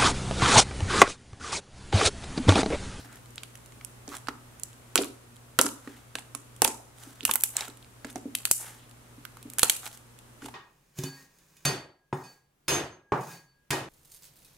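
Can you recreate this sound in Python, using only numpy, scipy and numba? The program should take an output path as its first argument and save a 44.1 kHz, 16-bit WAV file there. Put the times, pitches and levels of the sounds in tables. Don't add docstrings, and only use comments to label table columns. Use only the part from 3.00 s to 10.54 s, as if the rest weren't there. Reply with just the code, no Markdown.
import sys
import numpy as np
from scipy import signal
from scipy.fft import rfft, irfft
from scipy.io import wavfile
from scipy.ndimage import uniform_filter1d
from numba import njit

SR = 44100
rng = np.random.default_rng(int(sys.argv[2]) if len(sys.argv) > 2 else 0)


def materialize(psi):
    bounded = np.clip(np.atleast_2d(psi).T, -1, 1)
    quanta = np.round(bounded * 32767).astype(np.int16)
    wavfile.write(sys.argv[1], SR, quanta)


def voltage_ratio(level):
    return 10 ** (np.asarray(level, float) / 20)


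N = 332514
t = np.arange(N) / SR


def band(x, hz, width_hz, order=1):
    edges_hz = np.clip([hz - width_hz / 2, hz + width_hz / 2], 15, .45 * SR)
    return signal.sosfilt(signal.butter(order, edges_hz, "band", fs=SR, output="sos"), x)


def peak(x, db):
    return x * voltage_ratio(db) / np.abs(x).max()


def unit(x):
    return x / np.sqrt(np.mean(x ** 2))


def add(out, start_s, x):
    i = int(start_s * SR)
    out[..., i:i + x.shape[-1]] += x[..., :N - i]


def decay(u, t60_s):
    return np.exp(-np.log(1000) * u / t60_s)


def walk(rate_hz):
    k = int(SR / rate_hz)
    steps = np.repeat(rng.standard_normal(N // k + 1), k)
    return 0.71 * uniform_filter1d(uniform_filter1d(steps, k), k)[:N]


@njit
def follow(x, attack, release):
    y, e = np.empty(len(x)), 0.
    for i in range(len(x)):
        e += (x[i] - e) * (attack if x[i] > e else release)
        y[i] = e
    return y


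def hiss():
    # hz, density_db
    colour = [(15, -33), (25, -8), (70, -9), (123, -5), (141, -8), (175, -12), (242, -8.5), (734, -16.5),
              (1290, -17), (1700, -20.5), (3250, -25), (4870, -28.5), (9320, -25), (13600, -31),
              (16000, -36.5)]
    level_db = -53
    colour_hz, colour_db = np.transpose(colour)
    hz = np.fft.rfftfreq(N, 1 / SR) + 1
    shape = voltage_ratio(np.interp(np.log(hz), np.log(colour_hz), colour_db))
    mid, side = rfft(rng.standard_normal((2, N)))
    apart = np.clip(0.38 + hz / 1400, 0, 1)
    air = irfft(shape * (mid + apart * side * np.array([[1], [-1]])), N)
    return voltage_ratio(level_db + 0.27 * walk(2.6)) * unit(air)


def mains_hum():
    # hz, rms_db
    tones = [
        (60, -66),
        (115.82, -69.5),
        (120.09, -55.5),
        (240.2, -67),
    ]
    first_swell_s = 0.058
    hum = np.zeros(N)
    for hz, db in tones:
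        level = voltage_ratio(db + 0.54 * walk(3.52)) * np.sqrt(2)
        hum += level * np.sin(2 * np.pi * hz * (t - first_swell_s))
    return hum


def pull(peak_s, swell_ms, fade_ms, db):
    before = (peak_s - t) * 1000 / max(swell_ms, 3)
    after = (t - peak_s) * 1000 / max(fade_ms, 3)
    return voltage_ratio(db - 10 * np.maximum(before, after) ** 2.15)


def peel():
    # peak_s, swell_ms (10 dB), fade_ms (10 dB), level_db, treble_db
    peels = [(0, 50, 75, -52, -8), (.12, 6, 63, -53, -9), (1.151, 59, 25, -45.5, -2.5),
             (2.87, 40, 174, -53.5, -8), (4.04, 73, 108, -53, -0.5), (4.3, 100, 30, -50, -7),
             (4.597, 50, 85, -39.5, -8), (5.1, 60, 8, -52, -13), (5.647, 66, 123, -46.5, -4.5),
             (6.862, 25, 25, -40, -0.5), (6.93, 36, 72, -52.5, 2), (7.457, 34, 12, -45.5, -6),
             (7.487, 5, 6, -48, -8)]
    sizes = voltage_ratio(1.8 * rng.exponential(size=N) + 6 * walk(200))
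    grains = rng.standard_normal((3, N)) * sizes
    grains = grains[0] + 0.63 * grains[1:]
    dull, bright = np.zeros(N), np.zeros(N)
    for peak_s, swell_ms, fade_ms, db, treble_db in peels:
        tear = pull(peak_s, swell_ms, fade_ms, db)
        dull += tear
        bright += tear * voltage_ratio(treble_db)
    hollow = 0.88 * band(grains, 840, 200) + band(grains, 1540, 880) + 0.29 * band(grains, 3200, 1260)
    return dull * unit(hollow) + bright * unit(band(grains, 7130, 5300))


def leaks():
    # peak_s, swell_ms (10 dB), fade_ms (10 dB), level_db, slit_hz
    slits = [(.005, 10, 35, -53, 4530), (.11, 40, 48, -54, 1640), (5.106, 10, 14, -51, 7960),
             (5.525, 8, 128, -33.5, 9200), (6.662, 23, 40, -42, 870), (6.668, 22, 35, -43, 1450),
             (7.452, 22, 16, -50, 7500), (5.82, 40, 50, -60, 3200), (1.14, 25, 25, -50, 1250),
             (3.7, 30, 55, -47.5, 950), (6.655, 15, 40, -44, 4100), (2.92, 40, 60, -56, 1750),
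             (3.79, 50, 60, -56, 650), (5.645, 40, 40, -52, 2000)]
    air = rng.standard_normal((3, N))
    air = (air[0] + 0.64 * air[1:]) * voltage_ratio(4.4 * walk(120))
    return sum(pull(*row) * unit(band(air, hz, 0.47 * hz, order=2)) for *row, hz in slits)


def table_top():
    # hz, level_db, t60_s
    modes = [
        (243, -7, .17),
        (278, -3, .2),
        (260, -5, .19),
        (391, -7, .11),
        (428, -10, .08),
        (540, -11, .12),
    ]
    # start_s, level_db, low_modes_db
    pushes = [(.052, -44.5, 7), (1.081, -33.5, 2), (1.14, -50, 2), (1.284, -31.5, 3.5), (1.955, -22.5, -5),
              (1.9845, -14.5, -6), (2.009, -31, -8), (2.03, -31, -8), (2.591, -17, -3), (2.617, -28, 4),
              (2.651, -21, 5), (2.873, -29.5, 5), (3.152, -46, 4), (3.351, -41, 1), (3.617, -29.5, -1.5),
              (3.647, -30, -1.5), (3.681, -26.5, -5), (4.07, -38.5, 7), (4.234, -33.5, 1),
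              (4.298, -32, -1.5), (4.684, -36.5, -3), (5.047, -31.5, 6), (5.101, -50, -3), (5.155, -29, -1),
              (5.255, -26, 8), (6.178, -43.5, 7), (6.453, -35, 5.5), (7.423, -36.5, -4), (7.445, -33, 1),
              (1.974, -25, -10),
        (2.641, -25, 5),
        (4.227, -40, 0),
        (3.75, -44, -6),
    ]
    damped = .95
    hard_ms, softer_ms_per_db = 0.68, 0.07
    out, u = np.zeros(N), t[:14000]
    for start_s, level_db, low_db in pushes:
        ring = np.zeros(len(u))
        for hz, db, t60_s in modes:
            place_db = 2.1 * rng.standard_normal()
            gain = voltage_ratio(db + place_db + low_db * (hz < 300))
            ring += gain * np.sin(2 * np.pi * hz * u) * decay(u, t60_s * damped)
        blur = band(rng.standard_normal(len(u)), 450, 440, order=2)
        knock = .6 * unit(blur) * decay(u, .12)
        push_ms = max(hard_ms - softer_ms_per_db * level_db, .3)
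        push = np.hanning(int(push_ms * SR / 1000) - 2)
        thump = band(signal.fftconvolve(ring + knock, push), 804, 927, order=2)
        add(out, start_s, peak(thump, level_db))
    return out


def film_rows():
    # start_s, level_db, low_treble_db, pan_db (left minus right), spatter_ms
    large = [(1.9568, 4, -6.5, -5.5, 0.61), (2.589, 3, -38, -3, 0.21), (2.5921, -11.5, 9.5, -3, 0.52),
             (2.6133, 7.5, -48, -2.5, 0.79), (3.154, -15, 3, -4, 1.1), (3.6195, 6.5, -14.5, -6, 0.93),
             (3.6452, -2.5, -30.5, 9, .67), (3.6475, 0.5, -9, -19.5, 0.94), (3.677, -4, -17, -2, 1.8),
             (4.2518, 0.5, -15, -2, 1.15), (4.3119, -4.5, -7, -4, 1.5), (4.3374, -3.5, -15, 3.5, 2.2),
             (4.357, -3, -33.5, -16.5, 0.62), (4.4367, 4.5, -13, -2.5, 1.1), (4.5674, -17, -14, -3, 2.5),
             (4.6079, -13, -8, -5.5, 1.2), (5.3524, -5, -8, -1.5, .9), (5.4535, -1, -8, -1, 0.68),
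             (5.5122, 3, -16, -0.5, 2.2), (5.5194, -7, -43, -2, 2.7), (6.5853, -5, -15, -3, 1.4),
             (6.594, -0.5, -8, 0, 0.81), (6.6311, 6, -4, -4.5, 1.8), (6.6972, 4.5, -7, -2, 2.44)]
    # start_s, level_db, low_treble_db, pan_db
    trailers = [(1.9775, -27, 23.5, -7), (1.98, -24, 18.5, 3), (1.986, -27, 16, -3.5),
                (2.019, -17.5, -21, 8.5), (2.0236, -23, -13, -19.5), (2.0357, -40, 22, 1),
                (2.0445, -20, -9, -5), (2.6589, -15, -28, 9.5), (2.6642, -13, -37.5, -13),
                (2.6888, -19, -8, -5), (3.1859, -27.5, 2, -8.5), (3.192, -23, -31, -2.5),
                (3.6309, -18.5, -18, 6.5), (3.6812, -16, -10, 3), (4.26, -14, -17, -5),
                (4.2792, -24, -3, 5), (4.3446, -16, -21, 5.5), (4.4024, -24, -15, 8.5),
                (4.4084, -14, -14, -4), (4.4212, -16, -25, 0), (4.4423, -11.5, -23, 5),
                (4.4516, -21, -20, 2), (4.5905, -29, 0, -3), (4.682, -25, -10, -3), (5.3857, -23.5, -6, -2),
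                (5.4605, -17, -20, 0), (5.5266, -16, -40, 11), (6.6185, -21, -5, -1.5),
                (6.6444, -5, -15, -3), (6.7664, -16, -12, -1)]
    # start_s, level_db, low_treble_db, pan_db
    ticks = [(.1578, -33, -22, 1), (.2592, -36, -5, -2), (.3063, -37, -22, -5), (.3578, -30.5, -12, -5),
             (.3808, -33, 16, -5.5), (.434, -23.5, -2, -4.5), (.5543, -31.5, -5, -6),
             (.6603, -34.5, -8, -2), (.848, -22, -15, -14), (1.0787, -26, -30, -3), (1.0908, -28.5, -4, -9),
             (1.1517, -27, -3, -6), (1.168, -23, -7.5, -6), (1.2724, -35.5, 3, -16),
             (1.285, -37, 14.5, -13), (1.5976, -28.5, -11, -5), (1.6343, -16.5, -31.5, -11),
             (2.366, -37, -2.5, -3), (3.3498, -14, -9.5, -11), (3.5636, -31.5, -12, 1),
             (3.9844, -34.5, -10, -12), (4.0357, -29.5, -7.5, -13), (4.2077, -30, 10, -3),
             (4.2313, -32, 4.5, -10), (5.0491, -28, -22, -1), (5.158, -20.5, -13, -2),
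             (6.2518, -32, -4.5, -26), (6.5005, -25, -9, -4), (6.5355, -22.5, -11, -2),
             (6.8651, -21, 0.5, -3)]
    # start_s, level_db
    specks = [(.1274, -38), (.5745, -37), (0.722, -39), (1.183, -32), (1.968, -22), (2.3602, -38.5),
              (2.6269, -17), (3.6571, -31), (3.6917, -24), (4.236, -27.5), (4.2645, -25), (4.2959, -32),
              (4.361, -20.5), (4.7723, -33), (5.101, -31), (5.895, -37), (5.912, -37.5), (6.3703, -36.5),
              (6.428, -30), (6.8566, -22), (6.929, -29), (6.974, -31), (7.189, -33), (7.4605, -28)]
    # start_s, level_db, low_treble_db, pan_db
    crackles = [(1.731, -39, -4, -3), (2.0095, -27, -20, -3), (2.056, -28, -20, -3), (3.2235, -45, 6.5, -3),
                (3.6832, -15, -14, -6), (4.2535, -11, -12, -2), (4.4385, -11, -17, -2), (4.556, -36, 0, -3),
                (4.7, -34, -1, -3), (4.827, -40, 3, -3), (4.846, -41.5, 6, -3), (5.0693, -37, -3, -2),
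                (5.1045, -32, -8, -5), (5.128, -35, -12, -2), (5.18, -36, -15, -2), (5.3505, -14, -3, 0),
                (5.433, -49, 12, -2), (6.629, -20, -5, -3), (6.6337, 2, -8, -8), (6.683, -16, -15, -3),
                (6.6993, -7, -5, -8), (6.709, -22, -6, -3), (6.7645, -24, -3, -4), (7.456, -33, -2, -3.5),
                (7.486, -43, 5, -9), (6.876, -29, -5, -3), (6.915, -33, -3, -3), (7.4605, -33, -2, -5),
                (7.444, -40, 5, -2), (5.5135, -6, -10, -2.5), (6.647, -17, -11, -3)]
    # start_s, ring_hz
    own_rings = [(1.6343, 8540), (2.0236, 8000), (2.6642, 7340), (3.154, 7400), (3.3498, 8300),
                 (3.677, 7200), (4.2077, 6500), (4.3374, 12200), (4.357, 11200), (4.5664, 7800),
                 (4.6079, 7550), (5.0491, 6700), (5.158, 7000), (5.5122, 9760), (5.5194, 9600),
                 (6.2518, 10500), (1.9568, 9000), (1.0787, 6800), (6.6311, 8500), (6.6444, 8300),
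                 (6.7664, 11500), (6.8651, 7000)]
    trailer_ms, tick_ms = 1.67, 1.3
    base_hz, deep_from_db, sag_hz_per_db, sag_hz_per_ms = 8910, -9.5, 118, 1500
    palm_from_s, palm_hz = 4.22, 998

    specks = [(start_s, db, -6.5, -4.5) for start_s, db in specks]
    rows = list(large)
    for group, ms in [(trailers, trailer_ms), (ticks + specks, tick_ms), (crackles, tick_ms)]:
        for row in group:
            rows.append((*row, ms * voltage_ratio(-max(row[2], 0))))

    rings_hz = []
    for start_s, db, low_db, pan_db, ms in rows:
        hz = base_hz - sag_hz_per_db * max(low_db - deep_from_db, 0) - sag_hz_per_ms * max(ms - 2, 0)
        rings_hz.append(max(hz + palm_hz * (start_s > palm_from_s), 4000))
    for start_s, hz in own_rings:
        rings_hz[np.argmin([abs(row[0] - start_s) for row in rows])] = hz
    return [(start_s, db, hz, *rest) for (start_s, db, *rest), hz in zip(rows, rings_hz)]


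def snaps():
    out, u = np.zeros((3, N)), t[:2400]
    for start_s, db, hz, low_db, pan_db, spatter_ms in film_rows():
        shared, left, right, size = rng.standard_normal((4, len(u)))
        spatter = .8 * (shared + np.array([left, right, 0 * u])) * voltage_ratio(4 * size)
        droplets = .165 * np.exp(-u * 1000 / max(spatter_ms, .2))
        fizz = .014 * np.exp(-u / .011)
        burst = spatter * (droplets + fizz) * [[1], [1], [0]]
        burst[:, 0] = [1, 1, 1 + 0.76 * spatter_ms]
        ring = band(burst, hz, 0.63 * hz, order=2)
        body = band(burst, 3600, 2500, order=2)
        edge = .3 * band(burst, 13500, 5000, order=2)
        snap = ring / np.abs(ring[:2]).max() + voltage_ratio(low_db) * body / np.abs(body[:2]).max() + edge
        snap[0] = np.roll(snap[0], int(1.6 * abs(size[0])))
        add(out, start_s, snap * voltage_ratio(db + np.array([[pan_db], [-pan_db], [0]]) / 2))
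    return out


def hollows(rows, cycles, rough=.4, swell_cycles=.01):
    out, u = np.zeros((2, N)), t[:2600]
    for start_s, db, hz in rows:
        fade = decay(u, cycles / hz)
        swell = 1 - np.exp(-u * hz / swell_cycles)
        tone = np.sin(2 * np.pi * hz * (u + 3.3 * u ** 2)) * fade * swell
        noise = rng.standard_normal(len(u))
        wet = np.array([noise, .6 * noise + .8 * noise[::-1]])
        wet = unit(band(wet, .9 * hz, .8 * hz)) * fade ** .4
        add(out, start_s, peak(tone + rough * wet, db))
    return out * voltage_ratio(np.array([[-1.5], [1.5]]))


def plops():
    # start_s, level_db, hollow_hz
    holes = [(0.379, -36, 1490), (.811, -35, 2180), (.433, -36, 1490), (1.078, -36, 766),
             (1.118, -35, 1160), (1.126, -30, 1320), (1.142, -28, 1190), (1.169, -38.5, 1130),
             (1.271, -30, 1510), (1.285, -14.5, 1340), (1.957, -9, 1400), (1.972, -18, 1490),
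             (2.589, -4, 1325), (2.614, -13.5, 960), (2.646, -22.5, 1290), (2.6642, -15, 1300),
             (2.875, -32, 1210), (3.154, -19, 1620), (3.349, -27, 1170), (3.62, -9.5, 820),
             (3.6487, -10, 880), (3.703, -26, 800), (5.046, -22.5, 1600), (5.158, -24, 696),
             (7.42, -33.5, 1396), (7.459, -31, 840), (7.485, -31.5, 860)]
    return hollows(holes, cycles=21)


def gulps():
    # start_s, level_db, hollow_hz
    cavities = [(3.62, -15, 453), (3.6775, -21, 744), (4.608, -32, 810), (5.403, -40, 1320),
                (6.632, -14.5, 790), (6.6315, -20.5, 470), (6.697, -26, 805), (6.832, -33.5, 1300),
                (7.462, -33, 700), (3.154, -29, 760), (3.186, -33.5, 800), (3.6194, -17, 1100),
                (5.047, -30, 600), (7.4235, -36, 1400), (2.59, -15, 1550), (4.621, -30, 1500),
                (3.677, -23, 1250), (4.297, -24, 600), (2.0155, -24, 1400), (2.036, -27, 1350),
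                (2.05, -30, 1100), (1.135, -33, 1250), (.554, -42, 1800), (.722, -43, 2000),
                (5.473, -33, 1500)]
    return hollows(cavities, cycles=13)


def pings():
    # start_s, level_db, pitch_hz
    bubbles = [(4.567, -7, 7900), (4.5682, -8, 7100), (4.6083, -17, 3800), (4.609, -20, 5600),
               (4.621, -27, 2300), (4.567, -24, 2950), (4.2516, -12, 2800), (4.279, -26, 2700),
               (4.2955, -25, 2900), (4.356, -22, 2000), (4.3122, -14, 3500), (5.3504, -21, 3050),
               (5.5122, -14, 4300), (5.4532, -18, 4300), (6.6315, -9, 4100), (6.6985, -14, 4200),
               (6.709, -28, 6500), (5.5205, -18, 9300), (4.59, -27, 2100), (4.596, -30, 2900),
               (4.583, -30, 3400), (4.639, -32, 3300), (3.646, -15, 2300), (1.6343, -22, 8000),
               (3.6193, -8, 12000), (3.6193, -14, 4400), (2.874, -36, 1800)]
    return hollows(bubbles, cycles=34, rough=.22, swell_cycles=1.5)


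def blips():
    # start_s, level_db, pitch_hz
    folds = [(4.556, -33, 860), (4.565, -34, 850), (4.577, -33, 820), (4.588, -33, 1350),
             (4.596, -35, 1100), (4.613, -30, 830), (4.639, -36, 1890), (4.703, -40, 1000), (5.6, -40, 890),
             (5.613, -38, 800), (5.614, -39, 1880), (5.628, -38, 820), (5.643, -38, 840),
             (5.644, -39, 1440), (5.698, -41, 2080), (6.641, -27, 1000), (6.647, -28, 1400),
             (6.655, -29, 900), (6.664, -29, 1500), (6.671, -30, 1000), (6.681, -32, 1200),
             (6.688, -33, 1450), (2.6, -19, 1280), (2.601, -21, 1650), (2.616, -16, 1300),
             (2.591, -12, 520), (1.963, -22, 1350), (1.986, -18, 410), (2.013, -31, 420), (2.03, -31, 410),
             (3.63, -24, 800), (3.66, -24, 900)]
    return hollows(folds, cycles=16)


def squelches():
    # start_s, level_db, hollow_hz
    pockets = [(4.251, -26, 2010), (4.28, -26, 1200), (4.293, -13.5, 1040), (4.312, -21.5, 1290),
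               (4.356, -17, 1400), (4.436, -19.5, 1650), (4.622, -31, 870), (4.679, -29, 1330),
               (5.35, -30, 1970), (5.453, -21.5, 1650), (6.252, -29.5, 1530), (6.37, -36, 1290),
               (6.584, -24, 1520), (6.594, -18.5, 1460), (6.631, -4.5, 1306), (6.698, -16.5, 1490),
               (6.865, -29, 1170)]
    return hollows(pockets, cycles=17.3)


def room():
    # hz, t60_s, level_db
    ranges = [
        (322, 0.36, -18),
        (900, 0.51, -25),
        (2310, 0.27, -25),
        (5130, 0.57, -38),
        (9000, 0.29, -25),
        (12800, 0.46, -33.5),
    ]
    u, tail = t[:22000], 0
    for hz, t60_s, db in ranges:
        width_hz = min(1.09 * hz, 2 * (hz - 220))
        mid, side = band(rng.standard_normal((2, len(u))), hz, width_hz, order=2)
        pair = mid + min(hz / 1000, 1) * side * np.array([[1], [-1]])
        tail = tail + voltage_ratio(db) * pair * decay(u, t60_s)
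    clumps = voltage_ratio(3.5 * walk(300)[:len(u)])
    onset = np.clip((u - .003) / 0.0023, 0, 1)
    return 0.11 * clumps * tail * onset


def scene():
    quiet = hiss() + mains_hum()
    wet = peel() + leaks() + plops() + gulps() + pings() + blips() + squelches()
    wood = table_top()
    bursts = snaps()
    to_walls = bursts[2] + wet.mean(axis=0) + wood
    echoes = signal.fftconvolve(to_walls[None], room(), axes=1)[:, :N]
    return bursts[:2] + wet + wood + echoes + quiet


def roll_off(x):
    return signal.sosfilt(signal.butter(12, 16780, fs=SR, output="sos"), x)


def record(dry):
    # start_s, level_db, length_ms, direction
    overloads = [
        (5.5118, -15.5, 0.55, -1),
        (6.6314, -24, 0.78, 1),
    ]
    attack_s, release_s = .004, .45
    loud = follow(np.abs(dry).max(axis=0), 1 / (attack_s * SR), 1 / (release_s * SR))
    heard = dry * (1 + loud / voltage_ratio(-22)) ** -.25
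    top_hz = 15650
    heard = signal.sosfilt(signal.ellip(8, .3, 60, top_hz, fs=SR, output="sos"), heard)
    for start_s, db, length_ms, way in overloads:
        add(heard, start_s, way * voltage_ratio(db) * np.hanning(int(length_ms * SR / 1000) + 2))
    return roll_off(np.clip(heard, -1, 1))


dry = scene()
out = record(dry)
materialize(out)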